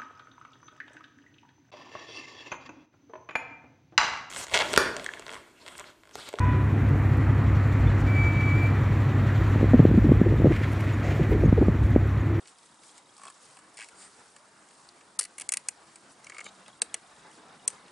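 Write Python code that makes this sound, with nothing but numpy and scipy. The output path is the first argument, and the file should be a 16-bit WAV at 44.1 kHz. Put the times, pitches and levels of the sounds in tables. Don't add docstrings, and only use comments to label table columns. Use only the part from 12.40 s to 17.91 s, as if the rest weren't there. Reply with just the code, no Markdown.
import sys
import numpy as np
from scipy import signal
from scipy.io import wavfile
from scipy.ndimage import uniform_filter1d

SR = 44100
rng = np.random.default_rng(int(sys.argv[2]) if len(sys.argv) > 2 else 0)


def voltage_ratio(level):
    return 10 ** (np.asarray(level, float) / 20)


def generate_wav(sig):
    pcm = np.round(np.clip(np.atleast_2d(sig).T, -1, 1) * 32767).astype(np.int16)
    wavfile.write(sys.argv[1], SR, pcm)


N = 242991
LEAD = 0.003


def evened(x):
    return x / np.sqrt(np.mean(x ** 2) + 1e-20)


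def peaked(x):
    return x / np.sqrt(uniform_filter1d(x ** 2, size=88).max() + 1e-20)


def read(points, hz):
    f, value = np.transpose(points)
    return np.interp(np.log(hz + 1), np.log(f + 1), value)


def curve(rows, t):
    return np.interp(t, *np.transpose(rows))


def hold(s, rows):
    return [row for row in rows if row[0] <= s][-1]


def add(mix, s, sound):
    part = mix[..., round(s * SR):][..., :sound.shape[-1]]
    part += sound[..., :part.shape[-1]]


def band(x, lo_hz, hi_hz):
    return signal.sosfilt(signal.butter(N=2, Wn=(lo_hz, hi_hz), btype="band", fs=SR, output="sos"), x)


def notch(x, hz, width_hz):
    return signal.lfilter(*signal.iirnotch(hz, hz / width_hz, fs=SR), x)


def ring(x, hz, width_hz):
    r = np.exp(-np.pi * width_hz / SR)
    poles = [1, -2 * r * np.cos(2 * np.pi * hz / SR), r * r]
    return signal.lfilter([1, 0, -1], poles, x) * np.sqrt(1 - r)


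def mode(x, hz, width_hz):
    return ring(ring(x, hz, width_hz), hz, 5 * width_hz) * np.sqrt(width_hz / 200)


def hiss(spectrum, level_db, patchy_db, flicker_db, size):
    # frequency in Hz, left-right likeness from 0 to 1.
    likeness = [(25, 0.88), (60, 0.98), (140, 0.99), (350, 0.93), (840, 0.79), (2030, 0.56), (4890, 0.8),
                (11800, 0.9)]
    frames, hz = 4 * N // size + 5, np.fft.rfftfreq(size, 1 / SR)
    a, b, c, d, patches = rng.standard_normal((5, len(hz), frames))
    patches = uniform_filter1d(patches, size=8, axis=0, mode="wrap")
    patches = evened(uniform_filter1d(patches, size=8, axis=1, mode="wrap"))
    flicker = evened(uniform_filter1d(rng.standard_normal(frames), size=3))
    same = np.clip(read(likeness, hz), -1, 1)[:, None]
    left = a + 1j * b
    right = same * left + np.sqrt(1 - same ** 2) * (c + 1j * d)
    gain = voltage_ratio(read(spectrum, hz)[:, None] + patchy_db * patches + flicker_db * flicker)
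    z = np.array([left, right]) * gain
    x = signal.istft(z, nperseg=size, noverlap=3 * size // 4)[1][:, :N]
    return evened(x) * voltage_ratio(curve(level_db, np.arange(N) / SR))


def yard():
    # time in seconds, level in dB.
    traffic = [
        (0, -61.5),
        (.3, -62.5),
        (1.55, -60),
        (2.27, -60.5),
        (3.85, -59),
        (4.05, -57.5),
        (4.5, -57.5),
        (5.51, -56.5),
    ]
    # frequency in Hz, level in dB per Hz.
    colour = [(12, -19), (20, -39), (50, -19), (77, -10), (100, -11.5), (164, -4), (313, -2.5), (432, -3.5),
              (640, -3), (844, -1), (1370, -3.5), (1580, -4.5), (2680, -12.5), (5000, -17), (6500, -24),
              (11000, -120)]
    return hiss(colour, traffic, patchy_db=2.0, flicker_db=1.7, size=2048)


def rustle():
    # middle in seconds, length in seconds, level in dB.
    gestures = [(.0, 0.08, -61.5), (0.093, .05, -56.5), (0.25, 0.081, -60), (.475, 0.094, -54),
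                (0.574, 0.033, -54), (0.874, 0.2, -58), (1.04, 0.052, -54), (1.125, 0.081, -56.5),
                (1.43, 0.09, -53.5), (1.621, 0.067, -53), (1.727, 0.31, -59), (2.385, 0.15, -60),
                (3.077, 0.23, -61), (3.523, 0.17, -63), (3.715, 0.028, -56.5), (3.98, 0.27, -62.5),
                (4.24, 0.16, -66), (4.762, 0.13, -63), (4.942, 0.066, -59), (5.31, 0.11, -57)]
    rest_db = -61.5
    t = np.arange(0, N / SR, 0.005)
    power = sum(voltage_ratio(2 * db) * np.exp(-(2 * (t - s) / length) ** 2) for s, length, db in gestures)
    return np.transpose([t, 10 * np.log10(power + voltage_ratio(2 * rest_db))])


def cloth():
    # frequency in Hz, level in dB per Hz.
    colour = [(300, -52), (1000, -0.5), (2200, -13.5), (3500, -9), (5000, -5.5), (6300, -7), (7050, -4.5),
              (7700, -4.5), (8500, -2.5), (10000, -8), (11500, -17)]
    return hiss(colour, rustle(), patchy_db=-1.5, flicker_db=1.0, size=256)


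def lens():
    # time in seconds, tick level in dB.
    levels = [
        (0, -62),
        (.95, -66),
        (1.2, -80),
        (3.7, -82),
        (4.3, -64),
        (5.51, -62),
    ]
    out, t = np.zeros(N), np.arange(420) / SR
    steps = np.arange(0.021, N / SR, 1 / 29.97)
    for s, (luck, share, bend) in zip(steps, rng.standard_normal((len(steps), 3))):
        turn = 2 * np.pi * (t + 3 * t ** 2) * (1 + 0.012 * bend)
        high = voltage_ratio(1.5 * share) * np.sin(3640 * turn)
        low = voltage_ratio(-5 - 3 * share) * np.sin(3220 * turn)
        add(out, s, voltage_ratio(curve(levels, s) + 2 + 1.5 * luck) * (high + low) * np.hanning(len(t)))
    return out


def tooth(luck, s, strap_db, frame_db, extra_db=0, *, slip, crack_db, strap_grip_db, focus_db,
          head_hz=4400, strap_width_hz=570, bar_db=-30, top_hz=19000, creep_db=-21, note_width_hz=130,
          dip_hz=14000):
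    # time in seconds, level in dB against the tooth.
    stutters = [(1.3728, 3), (2.7907, 0), (2.7915, 3), (2.7928, 2), (2.7937, 3), (2.7945, 0), (2.7952, 1),
                (2.7965, 0), (2.7978, -3), (2.7992, -7), (2.8108, 0), (2.8531, -1), (2.9838, 0),
                (3.0918, -1), (3.1225, -3), (3.1243, -8), (3.1392, -6), (3.1412, -8), (3.1726, -8),
                (3.2869, 4), (4.4188, 9), (4.4193, 8), (4.4206, -2), (4.4225, -7), (4.4245, -10),
                (4.4262, -12), (4.5426, 3), (4.5431, 4), (4.5436, -4), (4.5446, -9), (4.546, -9),
                (4.5476, -15), (4.5488, -14), (4.5506, -18), (5.2784, 10), (5.2789, 4), (5.2805, -2),
                (5.2816, -8), (5.2826, -8), (5.2843, -14)]
    # frequency in Hz, width in Hz, level in dB.
    strap_modes = [(6240, 57, -4), (7320, 670, 8), (7900, 750, -3), (8230, 1800, 4), (9020, 1040, 9),
                   (10100, 6500, 9.5), (11500, 290, -10)]
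    head_modes = [(3670, 5200, 7), (4210, 280, 8), (4640, 410, 10), (5080, 1300, 8.5)]
    frame_modes = [(530, 176, -2.5), (793, 143, -3.5), (1250, 230, -1), (1708, 156, 2), (1990, 110, -2),
                   (2205, 270, 5), (2564, 158, 4.5), (2795, 120, 1), (3090, 260, -1)]
    # start in seconds, strap pitch in Hz, frame pitch in Hz,
    # level of the frame's note in dB, head against strap in dB.
    holds = [(0, 7900, 2240, -9, -1), (.7, 8260, 1105, 6, -8.5), (1.0, 8300, 1086, 0, -11),
             (1.3, 8300, 2250, -6, -3.5), (1.8, 7900, 1150, -7, -5), (2.7, 8900, 1244, -0.5, -10),
             (2.803, 9400, 1990, 1, -8.5), (2.93, 8600, 2240, -6, -13.5), (3.05, 8800, 2220, 2, -11),
             (3.25, 8400, 2470, 3.5, -13.5), (3.4, 7900, 2250, 12, -7.5), (3.75, 6160, 2140, 11, -9),
             (3.855, 7100, 2196, 7.5, -2.5), (4.2, 8560, 2630, 0, -5.5), (4.5, 8800, 2320, -2, -8),
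             (5.1, 8300, 2420, -14, -12)]
    # start in seconds, lower note in Hz, its level in dB,
    # upper note in Hz, its level in dB, dead spot in Hz.
    free_end = [(0, 5000, -24, 8600, -24, 6440), (1.3, 5000, -13, 6660, -10, 6160),
                (1.8, 5000, -22, 8500, -24, 6250), (2.7, 4400, -24.5, 10450, -13, 7160),
                (2.803, 4320, -27, 9000, -18, 6700), (2.93, 6770, -11, 7900, -10, 5230),
                (3.05, 7120, -9, 7900, -3, 5400), (3.11, 5950, -14.5, 7000, -6, 5700),
                (3.16, 6700, -10, 7740, -7.5, 6200), (3.25, 7130, -4.5, 8640, -21, 6400),
                (3.4, 5000, -18, 8700, -3, 6200), (3.75, 5850, 1, 9250, -11, 7300),
                (3.855, 4700, -14, 8170, -7, 5270), (4.03, 6400, -2, 7100, -2, 5470),
                (4.2, 4540, -13, 8800, -14, 5740), (4.5, 5780, -6.5, 6380, -11, 5030),
                (5.1, 6000, -10.5, 9100, -20, 5670)]
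    # start in seconds, second frame note in Hz, its level in dB,
    # gap in Hz where neither wood nor plastic rings.
    grips = [(0, 3000, -20, 3750), (.7, 900, -6.5, 3900), (1.0, 3000, -20, 3800), (1.3, 2570, -6, 3680),
             (1.8, 3000, -20, 3750), (2.7, 3580, -21, 4020), (2.803, 3100, -5.5, 3870),
             (2.93, 2200, -10, 3820), (3.05, 2220, -9.5, 3680), (3.25, 3000, -9, 3700),
             (3.75, 2700, -6.5, 3620), (4.2, 1830, -5, 4290), (4.5, 3360, -3.5, 3940),
             (5.1, 3360, -3, 3950)]
    _, strap_hz, frame_hz, note_db, head_db = hold(s, holds)
    _, low_hz, low_db, high_hz, high_db, dead_hz = hold(s, free_end)
    _, second_hz, second_db, gap_hz = hold(s, grips)

    chance, grain = iter(luck[:20]), luck[20:]
    t = np.arange(len(grain)) / SR - LEAD
    lets_go = np.zeros(len(t))
    for again, db in [(s, 0)] + [row for row in stutters if 0 < row[0] - s < 0.0095]:
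        lets_go[round((again - s + LEAD) * SR)] = voltage_ratio(db)
    creep = voltage_ratio(creep_db) * np.exp(np.minimum(t, 0) / 0.0015) * (t < 0)
    chatter = signal.lfilter([1], [1, -voltage_ratio(-60 / slip / SR)], lets_go) + creep
    slips = voltage_ratio(crack_db) * lets_go + grain * chatter
    thud = slips + voltage_ratio(10.0) * signal.lfilter(np.hanning(9) / 4, [1], lets_go)

    def body(push, modes, grip_hz, db_per_octave):
        total = 0
        for hz, width_hz, db in modes:
            away_db = db_per_octave * abs(np.log2(hz / grip_hz))
            total = total + voltage_ratio(db + 1.03 * next(chance) - away_db) * mode(push, hz, width_hz)
        return total

    strap = body(slips, strap_modes, strap_hz, 24.0)
    strap = strap + voltage_ratio(strap_grip_db) * mode(slips, strap_hz, strap_width_hz)
    strap = band(strap, 6630, top_hz)
    frame = body(thud, frame_modes, frame_hz, focus_db)
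    frame = frame + voltage_ratio(note_db) * mode(thud, frame_hz, note_width_hz)
    frame = frame + voltage_ratio(bar_db) * mode(thud, 1210, 130)
    frame = band(frame, 410, 2570)
    head = band(body(slips, head_modes, head_hz, 7.9), 1360, 7400)
    free = voltage_ratio(low_db) * peaked(mode(slips, low_hz, 410)) + voltage_ratio(high_db) * peaked(mode(slips, high_hz, 410))
    plastic = peaked(notch(strap, dip_hz, 410)) + voltage_ratio(head_db + extra_db) * peaked(head)
    plastic = notch(plastic, dead_hz, 400) + free
    wood = peaked(frame) + voltage_ratio(second_db) * peaked(mode(thud, second_hz, 320))
    return notch(voltage_ratio(strap_db) * plastic + voltage_ratio(frame_db) * wood, gap_hz, 380)


def rasp():
    k = np.arange(9)
    u = np.linspace(0, 1, 9)
    strap_db = -43.5 - 4 * u ** 2 - 3 * (k % 2)
    frame_db = -48.5 + 9 * np.sin(np.pi * u ** 1.3)
    return np.transpose([1.3705 + 0.00915 * k, strap_db, frame_db])


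def tie():
    # time in seconds, strap peak in dB, frame in dB and, in some,
    # head louder than usual in dB. First stray single slips while the hands shift.
    strays = [(0.056, -63, -56, 8), (0.0735, -50, -62, -2), (0.0807, -61, -60, 9), (.1844, -57, -73, -1),
              (.343, -57.5, -73, -12), (.434, -55, -57, -1), (0.579, -49, -58, -9), (0.7665, -55, -70, 9),
              (0.8755, -61, -55, 18), (1.17, -53, -50.5, 3), (1.189, -51.5, -52, 0),
              (1.3422, -56, -77, -10), (1.4864, -47.5, -52, -2), (1.963, -50.5, -50, 0),
              (2.287, -56, -63, -8), (2.3082, -63, -61, 11), (2.609, -58, -54, 2),
              (3.5574, -47.5, -56.5, 3), (4.0876, -56, -62, 1), (4.151, -76, -72, 21.5),
              (4.2612, -70, -58, 18), (4.913, -55, -76, -5), (5.3023, -43, -52, -1),
              (5.481, -65, -56.5, 19)]
    creak = [
        (.7797, -51, -57),
        (.7967, -60, -51),
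        (.8161, -54, -50),
        (.8345, -46.5, -46),
        (.8533, -45.5, -45),
        (.8683, -50, -46),
        (.8809, -49, -45),
        (.9003, -46.5, -50),
    ]
    ratchet = [(3.8385, -61, -55), (3.8444, -44.5, -55), (3.8672, -50, -42.5), (3.8978, -45, -42),
               (3.9203, -62, -41.5), (3.9461, -53.5, -46), (3.9658, -60, -41.5), (3.9828, -43, -38.5),
               (3.9904, -52, -37.5), (4.0046, -47.5, -42), (4.0105, -53, -38.5), (4.0428, -47.5, -69),
               (4.0570, -49, -49.5), (4.0639, -49, -38.5)]
    ticks = [
        (2.4893, -52.5, -74, 12.5),
        (4.2807, -48, -52, 1.9),
    ]
    hard = [(2.79, -19, -36.5, -0.5), (2.8089, -33, -40.5, -13), (2.811, -33, -51, 3), (2.82, -35, -46, 1),
            (2.83, -34.5, -52, 2), (2.8385, -34.5, -52, 0), (2.8506, -38, -45, 4), (2.982, -34, -43.5, -3),
            (2.9985, -31.5, -47, 0), (3.0099, -32.5, -43, 4), (3.0176, -32, -44.5, 4),
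            (3.0904, -21, -35.5, -0.5), (3.121, -19.5, -35.5, -6), (3.1377, -21.5, -33, 0),
            (3.171, -22, -35.5, 2.5), (3.2857, -19.5, -34.5, 0.5)]
    last = [
        (4.4181, -18, -32),
        (4.5422, -25, -32.5),
        (5.2776, -16, -38.5),
    ]
    loud = [row for row in hard if row[1] > -29]
    lesser = [row for row in hard if row[1] <= -29]
    pulls = [
        (loud, dict(slip=0.017, crack_db=22, strap_grip_db=4, focus_db=4.5)),
        (lesser, dict(slip=0.019, crack_db=13, strap_grip_db=4, focus_db=3)),
        (last, dict(slip=0.015, crack_db=27, strap_grip_db=13, focus_db=6, strap_width_hz=800,
                    top_hz=14000, creep_db=-3, dip_hz=10050)),
        (creak + strays, dict(slip=0.026, crack_db=11, strap_grip_db=14, focus_db=6, note_width_hz=100)),
        (ratchet, dict(slip=0.02, crack_db=12, strap_grip_db=8, focus_db=1.5, head_hz=4750, bar_db=-2,
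                       top_hz=9300, note_width_hz=105, creep_db=-12)),
        (rasp(), dict(slip=0.017, crack_db=11, strap_grip_db=7, focus_db=13, head_hz=5100, top_hz=9600)),
        (ticks, dict(slip=0.017, crack_db=9, strap_grip_db=-29, focus_db=-7))]
    out = np.zeros(N)
    for rows, pull in pulls:
        for row, luck in zip(rows, rng.standard_normal((len(rows), 2420))):
            add(out, row[0] - LEAD, tooth(luck, *row, **pull))
    return out


def hives(x):
    # frequency in Hz, time to fall 60 dB in seconds.
    walls = [(500, 0.09), (2000, 0.17), (5000, 0.11), (9000, 0.12)]
    taps = np.zeros((2, SR // 3))
    at = np.arange(200, SR // 3 - 20, 20) + rng.integers(0, 20, (SR // 3 - 201) // 20)
    taps[:, at] = rng.choice([-1., 1.], len(at)) + 1.0 * rng.standard_normal((2, len(at)))
    hz, t, z = signal.stft(taps, SR, nperseg=256)
    decay = voltage_ratio(-60 * t / np.maximum(read(walls, hz), 0.02)[:, None])
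    build = 1 - np.exp(-t / 0.018)
    tail = signal.istft(z * build * decay, SR, nperseg=256)[1]
    return signal.fftconvolve(x[None], tail / np.linalg.norm(tail[0]), axes=1)[:, :N]


def bees():
    # middle in seconds, wing beat in Hz, level in dB, half length in seconds.
    passes = [
        (.42, 320, -71, .2),
        (1.63, 190, -65, .1),
        (2.5, 350, -65.5, .12),
        (3.55, 325, -67, .25),
        (4.15, 195, -66.5, .15),
        (5.3, 205, -68.5, .1),
    ]
    out = np.zeros(N)
    for s, hz, db, length in passes:
        t = np.arange(-length, length, 1 / SR)
        waver = evened(uniform_filter1d(rng.standard_normal(len(t)), size=1500))
        turn = 2 * np.pi * np.cumsum(hz * (1 + 0.016 * waver)) / SR
        tone = np.sin(turn) + 0.52 * np.sin(2 * turn) + 0.45 * np.sin(3 * turn)
        add(out, s - length, voltage_ratio(db) * np.hanning(len(t)) * tone)
    return out


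def bird():
    # start in seconds, first pitch in Hz, last pitch in Hz, length in seconds, level in dB.
    chirps = [(.489, 3280, 3260, .014, -60), (.689, 3300, 3280, .014, -60), (.843, 3280, 3280, .016, -60),
              (.8735, 3400, 3200, .007, -46), (4.259, 3450, 3200, .008, -53), (4.282, 3600, 3900, .01, -57),
              (4.293, 3320, 3300, .016, -58), (4.325, 3330, 3280, .016, -57),
              (4.493, 3330, 3300, .014, -59), (4.908, 2900, 3100, .014, -60), (5.183, 3100, 2780, .04, -62)]
    out = np.zeros(N)
    for s, from_hz, to_hz, length, db in chirps:
        hz = np.linspace(from_hz, to_hz, round(length * SR))
        add(out, s, voltage_ratio(db + 1.0) * np.sin(2 * np.pi * np.cumsum(hz) / SR) * np.hanning(len(hz)))
    return out


def dragged(rows, modes):
    t = np.arange(rows[0][0], rows[-1][0], 1 / SR)
    drag = rng.standard_normal(len(t))
    rubbed = sum(voltage_ratio(db) * mode(drag, hz, width_hz) for hz, width_hz, db in modes)
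    return t[0], voltage_ratio(curve(rows, t)) * evened(rubbed)


def frame_and_tail():
    # time in seconds, level in dB, loudest near this frequency in Hz.
    knocks = [
        (.86, -49.5, 650),
        (1.39, -48, 714),
        (3.009, -53, 600),
        (3.121, -48.5, 700),
        (4.421, -38.5, 473),
        (4.543, -42, 690),
        (5.28, -44.5, 820),
    ]
    # frequency in Hz, width in Hz, level in dB.
    knock_modes = [(232, 35, 5.5), (473, 37, 6.5), (670, 51, 9.5), (830, 83, 12.5)]
    # time in seconds, level in dB.
    scrape = [
        (4.04, -65),
        (4.046, -58),
        (4.06, -48.5),
        (4.075, -56),
        (4.092, -52.5),
        (4.105, -77),
    ]
    # frequency in Hz, width in Hz, level in dB.
    tail_modes = [(3000, 82, -3), (3760, 80, 4), (4030, 100, 0), (4700, 89, -9), (5000, 66, -20),
                  (6400, 70, -5), (7300, 95, -7)]
    # time in seconds, level in dB.
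    slide = [
        (1.55, -64),
        (1.59, -57),
        (1.62, -50.5),
        (1.65, -55),
        (1.68, -58),
    ]
    # frequency in Hz, width in Hz, level in dB.
    slide_modes = [(1820, 790, 0), (4800, 220, 0), (7230, 140, 4.5), (8300, 250, -1), (8600, 340, 7),
                   (9800, 300, -6)]
    out, t = np.zeros(N), np.arange(3000) / SR
    for (s, db, top_hz), luck in zip(knocks, rng.standard_normal((len(knocks), len(t)))):
        push = (luck + 2) * voltage_ratio(-60 * t / 0.001)
        knock = 0
        for hz, width_hz, mode_db in knock_modes:
            away_db = 8 * abs(np.log2(hz / top_hz))
            knock = knock + voltage_ratio(mode_db - away_db) * ring(push, hz, width_hz)
        add(out, s, voltage_ratio(db) * peaked(band(knock, 140, 950)))
    add(out, *dragged(scrape, tail_modes))
    add(out, *dragged(slide, slide_modes))
    return out


def scene():
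    # time in seconds, left louder by dB.
    lean = [
        (0, 0.5),
        (2.7, 1.5),
        (3.3, 1.0),
        (4.2, 0.8),
        (5.51, 1.5),
    ]
    near = tie() + frame_and_tail()
    late = near - 2 * 0.12 * np.gradient(near)
    lean_db = curve(lean, np.arange(N) / SR) / 2
    direct = np.array([near, late]) * voltage_ratio([lean_db, -lean_db])
    echoes = voltage_ratio(-23.5) * hives(near)
    around = voltage_ratio(1.22) * yard() + voltage_ratio(-1.5) * cloth()
    return direct + echoes + around + lens() + bees() + bird()


def low_pass(x):
    return signal.sosfilt(signal.butter(12, 12380, fs=SR, output="sos"), x)


def record(dry):
    # start in seconds, end in seconds, lost above Hz.
    treble_dips = [
        (2.775, 2.7865, 3000),
        (3.077, 3.086, 2600),
        (3.102, 3.117, 9600),
        (3.15, 3.166, 10400),
        (4.399, 4.413, 2300),
        (4.555, 4.562, 5200),
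        (5.2585, 5.274, 3900),
    ]
    # start in seconds, end in seconds, from Hz, to Hz.
    holes = [
        (3.102, 3.117, 3500, 4600),
        (3.105, 3.116, 5600, 6800),
        (3.182, 3.191, 5200, 6800),
        (3.182, 3.191, 10000, 10900),
        (3.298, 3.308, 3800, 6000),
    ]
    edge = signal.firwin(201, 11113, window=("kaiser", 4.0), fs=SR)
    x = signal.oaconvolve(dry, edge[None], "same", axes=1)
    x = x - 0.15 * x ** 3
    for start, end, *hz in [row + (20000,) for row in treble_dips] + holes:
        a, b = round(start * SR), round(end * SR)
        lost = signal.butter(N=5, Wn=hz, btype="band", fs=SR, output="sos")
        treble = signal.sosfiltfilt(lost, x[:, a - 300:b])[:, 300:]
        add(x, start, -treble * signal.windows.tukey(b - a, 0.2))
    return low_pass(x + voltage_ratio(-104) * rng.standard_normal(dry.shape))


dry = scene()
out = record(dry)
generate_wav(out)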